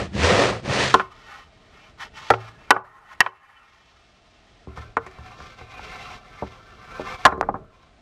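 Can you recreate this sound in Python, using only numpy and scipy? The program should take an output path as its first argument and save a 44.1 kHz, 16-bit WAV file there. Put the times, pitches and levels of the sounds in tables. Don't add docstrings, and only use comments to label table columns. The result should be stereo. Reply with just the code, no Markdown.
import sys
import numpy as np
from scipy import signal
from scipy.fft import rfft, irfft, next_fast_len
from scipy.io import wavfile

SR = 44100
rng = np.random.default_rng(int(sys.argv[2]) if len(sys.argv) > 2 else 0)


def wav_record(signal):
    frames = np.transpose(np.atleast_2d(signal))
    bounded = np.clip(frames, -1, 1)
    quanta = np.round(bounded * 32767).astype(np.int16)
    wavfile.write(sys.argv[1], SR, quanta)


N = 353241


def from_db(db):
    return np.exp(np.asarray(db) * (np.log(10) / 20))


def rms_one(x):
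    return x / np.sqrt(np.mean(x ** 2) + 1e-20)


def in_time(rows):
    s, *columns = np.transpose(rows)
    t = np.arange(N) / SR
    return [from_db(np.interp(t, s, column, left=-200, right=-200)) for column in columns]


def drift(rate_hz, size=N):
    step, settle = 20, 2000
    r = np.exp(-2 * np.pi * rate_hz * step / SR)
    noise = rng.standard_normal(size // step + settle + 2)
    slow = signal.lfilter([1], [1, -2 * r, r * r], noise)[settle:]
    return np.interp(np.arange(size) / step, np.arange(len(slow)), rms_one(slow))


def grains(per_s, spread_db):
    size_db = spread_db * np.minimum(rng.exponential(1, N), 4)
    sizes = from_db(size_db) * rng.choice([-1, 1], N)
    return sizes * (rng.random(N) < per_s / SR)


def coloured(x, spectrum):
    hz, db = np.transpose(spectrum)
    size = next_fast_len(N)
    bins_hz = np.fft.rfftfreq(size, 1 / SR)
    gain = from_db(np.interp(np.log(bins_hz + 1), np.log(hz), db, left=-90, right=-90))
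    return rms_one(irfft(rfft(x, size) * gain, size)[:N])


# (t/s, level/dB)
GARDEN_LEVEL = [(0, -46), (1.1, -58), (1.6, -55.5), (2.7, -54), (2.8, -84), (3.2, -54.5), (3.3, -70),
                (3.9, -59), (4.6, -55), (7.2, -60.5), (7.6, -63.5), (8.01, -55)]
# (f/Hz, relative level/dB per Hz)
GARDEN_COLOUR = [(15, -37), (25, -3), (54, 1), (155, -14.5), (188, -13), (557, -18.5), (661, -9.5),
                 (934, -21.5), (2000, -22), (3800, -26), (9000, -42), (11700, -67), (19800, -120)]


def garden():
    level, = in_time(GARDEN_LEVEL)
    return level * coloured(rng.standard_normal(N), GARDEN_COLOUR)


YARD_T60_S, YARD_DB, YARD_HZ = 0.28, -32.5, 1050


def yard(x):
    t = np.arange(SR) / SR
    fade_in = np.minimum(t / 0.005, 1)
    tail = rng.standard_normal(SR) * from_db(-60 * t / YARD_T60_S) * fade_in
    dull = signal.butter(3, [.5 * YARD_HZ, 1.3 * YARD_HZ], "band", fs=SR, output="sos")
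    tail = signal.sosfilt(dull, tail)
    return from_db(YARD_DB) * signal.fftconvolve(x, tail / np.sqrt(np.sum(tail ** 2)))[:N]


# (t/s, f/Hz, level/dB before a 3 dB lift)
BLADE_FLEX = [
    [(0.17, 74, -43), (0.188, 71.3, -31), (0.238, 79.5, -20), (0.306, 89.2, -30), (0.382, 109, -30),
     (0.422, 114.4, -29), (0.56, 110.1, -40)],
    [(0.67, 126.5, -63), (0.676, 126, -48), (0.706, 128.3, -19.5), (0.736, 125.7, -48.5),
     (0.84, 131.5, -34), (0.93, 126.8, -39)],
]


def blade():
    s, hz, db = np.vstack(BLADE_FLEX).T
    t = np.arange(N) / SR
    pitch_hz = np.interp(t, s, hz)
    swing = np.sin(2 * np.pi * np.cumsum(pitch_hz) / SR)
    level_db = np.interp(t, [0, *s, s[-1] + 0.074], [-45, *db, -90])
    return from_db(level_db + 3) * swing, swing


# (start t/s, length t/s, then before speed and flicker: shudder level/dB, rasp level/dB,
#               tearing level/dB; rasp change over the stroke level/dB, tearing change level/dB)
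STROKES = [(-.35, 0.45, -17, -17.5, -21, 1.5, -8.5), (0.11, 0.54, -27, -17.5, -22.5, -7.5, -13.5),
           (0.61, 0.41, -31, -25, -23, -20.5, 2)]
SPEED_POWER = [0.83, 2.1, 1.785]
SHUDDER_LEAN_DB = -19
SHUDDER_REST_DB = -40
CUT_THROUGH_S = 1.04


def strokes():
    t, gains = np.arange(N) / SR, np.zeros((3, N))
    gains[0] = from_db(SHUDDER_REST_DB) * (t < CUT_THROUGH_S)
    for s, length, shudder_db, rasp_db, tearing_db, rasp_lean_db, tearing_lean_db in STROKES:
        along = np.clip((t - s) / length, 0, 1)
        speed = np.abs(np.sin(np.pi * along))
        lean_db = np.outer([SHUDDER_LEAN_DB, rasp_lean_db, tearing_lean_db], along - .5)
        levels_db = np.c_[[shudder_db, rasp_db, tearing_db]]
        gains += from_db(lean_db + levels_db) * speed ** np.c_[SPEED_POWER]
    return gains


# (f/Hz, relative level/dB per Hz)
SHUDDER_COLOUR = [(15, -45.5), (25, -9.5), (113, 2.5), (156, -1.5), (204, 4.5), (254, -10.5), (360, -6),
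                  (400, -16.5), (520, -36.5), (880, -120)]
RASP_COLOUR = [(150, -35.5), (250, -11), (297, -4), (328, -23.5), (366, -2), (404, -5), (521, -1.5),
               (685, -6), (937, -14), (1320, -11.5), (1490, -20.5), (1800, -21), (2340, -22), (3960, -120)]
TEARING_COLOUR = [(880, -5), (1500, -6.5), (1830, -0.5), (2110, -7), (2450, -4.5), (3180, -8),
                  (4180, -10.5), (4550, -11.5), (6040, -15.5), (8860, -25.5), (11000, -40.5),
                  (14300, -75.5), (22000, -120)]


def saw():
    shudder, rasp, tearing = strokes()
    hum, swing = blade()
    catch = drift(17)
    shudder_flicker = from_db(1.6 * drift(30) - 3)
    rasp_flicker = from_db(.7 * catch + 1.1 * swing)
    tearing_flicker = from_db(1.4 * catch + 0.5 * swing)
    out = hum + shudder * shudder_flicker * coloured(grains(900, 4.8), SHUDDER_COLOUR)
    out += rasp * rasp_flicker * coloured(grains(3000, 2.8), RASP_COLOUR)
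    return out + tearing * tearing_flicker * coloured(grains(7000, 2.2), TEARING_COLOUR)


RUB_EDGE_DB = -24.5


def swell(t, rise_s, hold_s, fall_s, start_s):
    lengths = [0, max(rise_s, .003), max(hold_s, .001), max(fall_s, .003)]
    corners = start_s + np.cumsum(lengths)
    return np.interp(t, corners, [RUB_EDGE_DB, 0, 0, RUB_EDGE_DB], left=-200, right=-200)


# (start t/s, rise t/s, hold t/s, fall t/s,
#   then before flicker: low board modes level/dB, high board modes level/dB, skin and dust hiss level/dB)
RUBS = [(0.949, .02, 0.034, 0.084, -41, -44, -48.5), (1.058, 0.063, .3, 0.11, -53, -60, -60.5),
        (1.187, .13, 0.013, 0.16, -45, -50.5, -59), (1.452, 0.077, 0.38, 0.056, -62, -68.5, -66.5),
        (1.697, 0.042, 0.15, 0.072, -60, -62.5, -72), (1.975, 0.03, 0.041, 0.051, -38.5, -45, -46.5),
        (2.107, 0.067, .12, 0.031, -42, -47.5, -47.5), (2.283, .02, 0.043, .05, -49, -48, -47),
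        (2.365, 0.041, 0.075, 0.091, -45, -51.5, -56.5), (2.496, 0.11, .09, .02, -52.5, -59, -66),
        (2.688, .02, 0.038, 0.078, -50.5, -49.5, -60.5), (2.785, 0.066, 0.35, 0.034, -54.5, -71, -88),
        (3.035, 0.096, 0.0046, 0.027, -47, -54, -60), (3.199, .02, 0.046, 0.063, -45.5, -47.5, -58.5),
        (3.28, 0.055, 0.28, .4, -56, -64, -83), (3.5, .2, .95, .05, -66, -69.5, -66),
        (4.662, 0.024, .06, .04, -54, -63, -70.5), (4.748, 0.017, 0.056, 0.17, -46, -56, -57.5),
        (4.972, 0.054, 0.25, 0.062, -52.5, -60.5, -64.5), (5.163, .11, 0.047, 0.16, -46, -54, -59.5),
        (5.32, .08, 0.094, 0.16, -46.5, -53, -53), (5.52, 0.069, 0.13, 0.034, -54.5, -55, -61.5),
        (5.669, 0.075, 0.093, 0.037, -45.5, -48.5, -55.5), (5.774, 0.074, 0.31, 0.077, -41.5, -44.5, -50),
        (6.177, 0.067, 0.59, 0.22, -51.5, -59.5, -61.5), (6.295, 0.091, 0.045, 0.2, -53.5, -55, -62.5),
        (6.815, 0.1, .1, .05, -43.5, -52, -56.5), (6.955, 0.12, 0.072, 0.044, -36, -43.5, -47),
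        (7.14, 0.054, 0.079, 0.027, -44, -50, -51), (7.25, .02, 0.026, 0.1, -46.5, -48.5, -59),
        (7.365, .04, 0.067, 0.074, -51, -65, -77.5), (7.493, 0.055, 0.044, 0.18, -54, -74.5, -81.5),
        (7.66, 0.08, 0.12, .2, -59, -67, -68)]


def rubs():
    t = np.arange(0, N / SR, .001)
    gains = np.zeros((3, len(t)))
    for s, rise, hold, fall, *levels_db in RUBS:
        gains += from_db(swell(t, rise, hold, fall, s) + np.c_[levels_db])
    return [np.interp(np.arange(N) / SR, t, gain) for gain in gains]


HIGH_MODES_HZ = 1950


def rubbed(modes, span, length):
    friction = grains(3000, 1.9) + 1e-18
    out = np.zeros((2, len(friction[span])))
    for hz, db, t60 in modes:
        r, w = from_db(-60 / (length * t60 * SR)), 2 * np.pi * hz / SR
        push = np.roll(friction, round(hz))[span]
        ring = signal.lfilter([1, 0, -1], [1, -2 * r * np.cos(w), r * r], push)
        turn_db = 2.5 * drift(5.8, size=len(ring))
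        out[int(hz > HIGH_MODES_HZ)] += from_db(db + turn_db) * rms_one(ring)
    return [rms_one(out[0]), rms_one(out[1])]


# (f/Hz, relative level/dB, time to die by 60 dB before the players scale it t/s)
BOARD_MODES = [(622, -14.5, 0.29), (799.7, 2, 0.053), (885.6, 1, 0.05), (1052.5, 5.5, 0.049),
               (1199, 5, 0.041), (1351, 6.5, 0.038), (1478, -3.5, 0.099), (1684, 1, 0.04), (1863, 6, 0.03),
               (2166, -8, 0.057), (2375, -10.5, .045), (2674, -8.5, .04), (3012, -12, 0.063),
               (3280, -26, 0.09), (3943, -36, .03), (4860, -47, 0.041)]
DRAGGED_MODES = [(515, -4.5, 0.12), (735.3, 1.5, 0.051), (792.5, -3, 0.1), (1054.6, 3.5, 0.032),
                 (1187, -0.5, 0.16), (1336, 4, 0.023), (1538, 0, 0.04), (1765, -1.5, 0.026),
                 (2114, 5, 0.013), (2310, 0, 0.056), (2450, 2.5, 0.028), (2714, 0, 0.022),
                 (3340, -18.5, .04), (3930, -6, 0.043), (4500, -18, .05)]
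# (f/Hz, relative level/dB per Hz)
HISS_COLOUR = [(1880, -17.5), (3200, 4), (3890, 0), (4240, -1.5), (5640, -3.5), (8810, -22), (9300, -32),
               (11200, -60.5), (20500, -120)]
# (t/s, level/dB)
RUMBLE_LEVEL = [(1.04, -51), (1.41, -56.5), (2.09, -51.5), (2.5, -53), (2.63, -52.5), (2.8, -59),
                (3.54, -70), (3.99, -70.5), (4.73, -56.5), (4.9, -52), (5.02, -59.5), (6.92, -56),
                (7.31, -55.5), (7.41, -39), (7.47, -37.5), (7.62, -40), (7.72, -60.5), (8.01, -64)]
# (f/Hz, relative level/dB per Hz)
RUMBLE_COLOUR = [(15, -30), (25, 17.5), (70, 4.5), (134, 2.5), (327, -6.5), (458, 0), (500, -18), (650, 0),
                 (1100, -120)]
SET_DOWN_S = 4.66
RUMBLE_SHARE_DB = -5.5


def handling():
    rumble, = in_time(RUMBLE_LEVEL)
    low, high, hiss = rubs()
    stick = from_db(1.4 * drift(29))
    down = round(SET_DOWN_S * SR)
    held = rubbed(BOARD_MODES, slice(0, down), length=1.0)
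    dragged = rubbed(DRAGGED_MODES, slice(down, N), length=1.77)
    low_ring, high_ring = np.hstack([held, dragged])
    out = stick * (low * low_ring + high * high_ring + hiss * coloured(grains(8000, 2.4), HISS_COLOUR))
    rumble[down:] += from_db(RUMBLE_SHARE_DB) * low[down:]
    return out + rumble * from_db(1.1 * drift(12)) * coloured(rng.standard_normal(N), RUMBLE_COLOUR)


def struck(modes, centre_hz, narrow_db, chatter_ms, length, size):
    t = np.arange(size) / SR
    hz, db, t60 = np.transpose(modes)[:, :, None]
    octaves_off = np.log2(hz / centre_hz)
    strength = from_db(db - max(narrow_db, 0) * octaves_off ** 2 + rng.normal(0, 2.7, hz.shape))
    decay = from_db(-60 * t / (t60 * length))
    rings = np.sum(strength * decay * np.sin(2 * np.pi * hz * t), axis=0)
    push = rng.standard_normal(2000) * np.exp(-t[:2000] * 1000 / chatter_ms)
    push[0] = 28 / chatter_ms
    soft = signal.butter(3, [.3 * centre_hz, 2.02 * centre_hz], "band", fs=SR, output="sos")
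    fade_out = np.cos(np.linspace(0, np.pi / 2, size))
    out = signal.sosfilt(soft, signal.fftconvolve(rings, push)[:size]) * fade_out
    return out / np.max(np.abs(out))


# (t/s, board peak level/dB, brightest ring f/Hz, fall-off around it level/dB per octave squared
#   (below 0 counts as 0), chatter dying time of the board/ms, deck thud peak level/dB, thud centre f/Hz,
#   boom peak level/dB, crack peak level/dB)
KNOCKS = [(0.941, 8, 924, 31, 5.57, -7, 514, -47.5, -16), (0.997, -8, 1450, 12, 10, -43, 423, -50, -39),
          (2.303, 4.5, 970, 11, 7, -9.5, 430, -27.5, -16.5),
          (2.338, -10.5, 1530, 6, 3.5, -29.5, 385, -45, -46),
          (2.706, 14, 1720, 13.5, 3.7, -17, 598, -45.5, -1),
          (2.713, 2, 1010, 5, 3.2, -21, 525, -46.5, -32.5),
          (2.764, -11.5, 1160, 36, 6.1, -32, 420, -57, -60),
          (3.205, 10.5, 2010, 23.5, 3.86, -30.5, 374, -48, -15),
          (3.263, -12.5, 1590, 14, 4.7, -36, 423, -61, -48.5),
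          (4.672, -34.5, 616.5, 9, 2.7, -30, 205, -30, -61.5),
          (4.773, -29, 1100, 6, 13, -36, 154, -28.5, -48), (4.968, -4, 1230, 38, 7.8, -20.5, 474, -37, -35),
          (5.064, -28.5, 1410, -11, 13, -37, 468, -46, -43.5),
          (5.113, -41, 2350, 13, 4.9, -57, 417, -52, -47), (5.185, -36, 713, 9, 5.4, -44.5, 153, -32, -51),
          (5.402, -31, 1040, 11, 7, -46, 149, -37, -55), (5.611, -36, 790, -3, 7.4, -38.5, 382, -37.5, -56),
          (5.794, -27.5, 1040, 20, 3.8, -63, 540, -44, -68), (6.422, -19, 650, 40, 9, -23.5, 203, -32, -52),
          (6.995, -20.5, 690, 38, 5.5, -22, 241, -38.5, -53.5),
          (7.252, 9.5, 904, 5, 5.9, -34, 401, -58, -14.5),
          (7.264, 5, 1030, 5.5, 3.34, -18, 428, -30.5, -23),
          (7.277, -8, 924, 10.5, 6.1, -36.5, 584, -54, -41),
          (7.322, -16, 770, 3, 7, -21.5, 371, -34.5, -59), (7.349, -39, 780, 30, 9.9, -27, 375, -43, -72),
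          (7.377, -32, 780, 20, 9, -24, 375, -42, -59),
          (7.411, -2.5, 1100, 46.5, 1.8, -28, 404, -47.5, -28.5),
          (7.427, -12.5, 690, 0, 8.7, -27.5, 581, -44, -61), (7.488, -9, 785, 21, 7.6, -23, 393, -46, -63),
          (7.541, -18, 773, 28, 7.3, -27, 260, -59, -68), (7.554, -25, 840, 31, 8.8, -34, 394, -43, -72.5)]
# (f/Hz,
# relative level/dB, time to die by 60 dB before the knock scales it t/s)
DECK_MODES = [(166, -17, 0.25), (201, -1, 0.22), (287, -2, 0.2), (377.7, 1, 0.41), (430, -6, 0.14),
              (456.4, 5.5, 0.22), (520, -4.5, 0.078)]
LOW_BOOM = [(74, 0, .3), (112, 0, 1.1)]
THUD_SHARE = 0.65
RING_SHARE, RING_PER_DB = 0.51, 0.01
BOOM_HELD_HZ, BOOM_LAID_HZ = 115, 76.7


def knocks():
    out, short, long = np.zeros(N + SR), SR // 10, SR // 3
    short_ms = np.arange(short) / SR * 1000
    sharp = signal.butter(2, [2800, 7000], "band", fs=SR, output="sos")
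    for s, board_db, bright_hz, narrow_db, chatter_ms, thud_db, thud_hz, boom_db, crack_db in KNOCKS:
        length = RING_SHARE + RING_PER_DB * board_db
        boom_hz = BOOM_HELD_HZ if s < SET_DOWN_S else BOOM_LAID_HZ
        ring = struck(BOARD_MODES, bright_hz, narrow_db, chatter_ms, length, size=short)
        thud = struck(DECK_MODES, thud_hz, narrow_db=6, chatter_ms=0.52 * chatter_ms,
                      length=THUD_SHARE, size=long)
        boom = struck(LOW_BOOM, boom_hz, narrow_db=32.0, chatter_ms=.3, length=0.7, size=long)
        burst = rng.standard_normal(short) * np.exp(-short_ms / (0.62 * chatter_ms))
        crack = signal.sosfilt(sharp, burst)
        crack /= np.max(np.abs(crack))
        at = round(s * SR)
        out[at:at + short] += from_db(board_db) * ring + from_db(crack_db) * crack
        out[at:at + long] += from_db(thud_db) * thud + from_db(boom_db) * boom
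    return out[:N]


def scene():
    blows = knocks()
    mono = garden() + yard(blows) + saw() + handling() + blows
    return np.array([mono, mono])


def record(dry):
    top, cutoff_hz = .68, 15300
    clipped = dry / (1 + np.abs(dry / top) ** 4) ** .25
    thinned = signal.sosfilt(signal.butter(2, 50, "high", fs=SR, output="sos"), clipped)
    return signal.sosfilt(signal.cheby2(12, 70, cutoff_hz, fs=SR, output="sos"), thinned)


dry = scene()
out = record(dry)
wav_record(out)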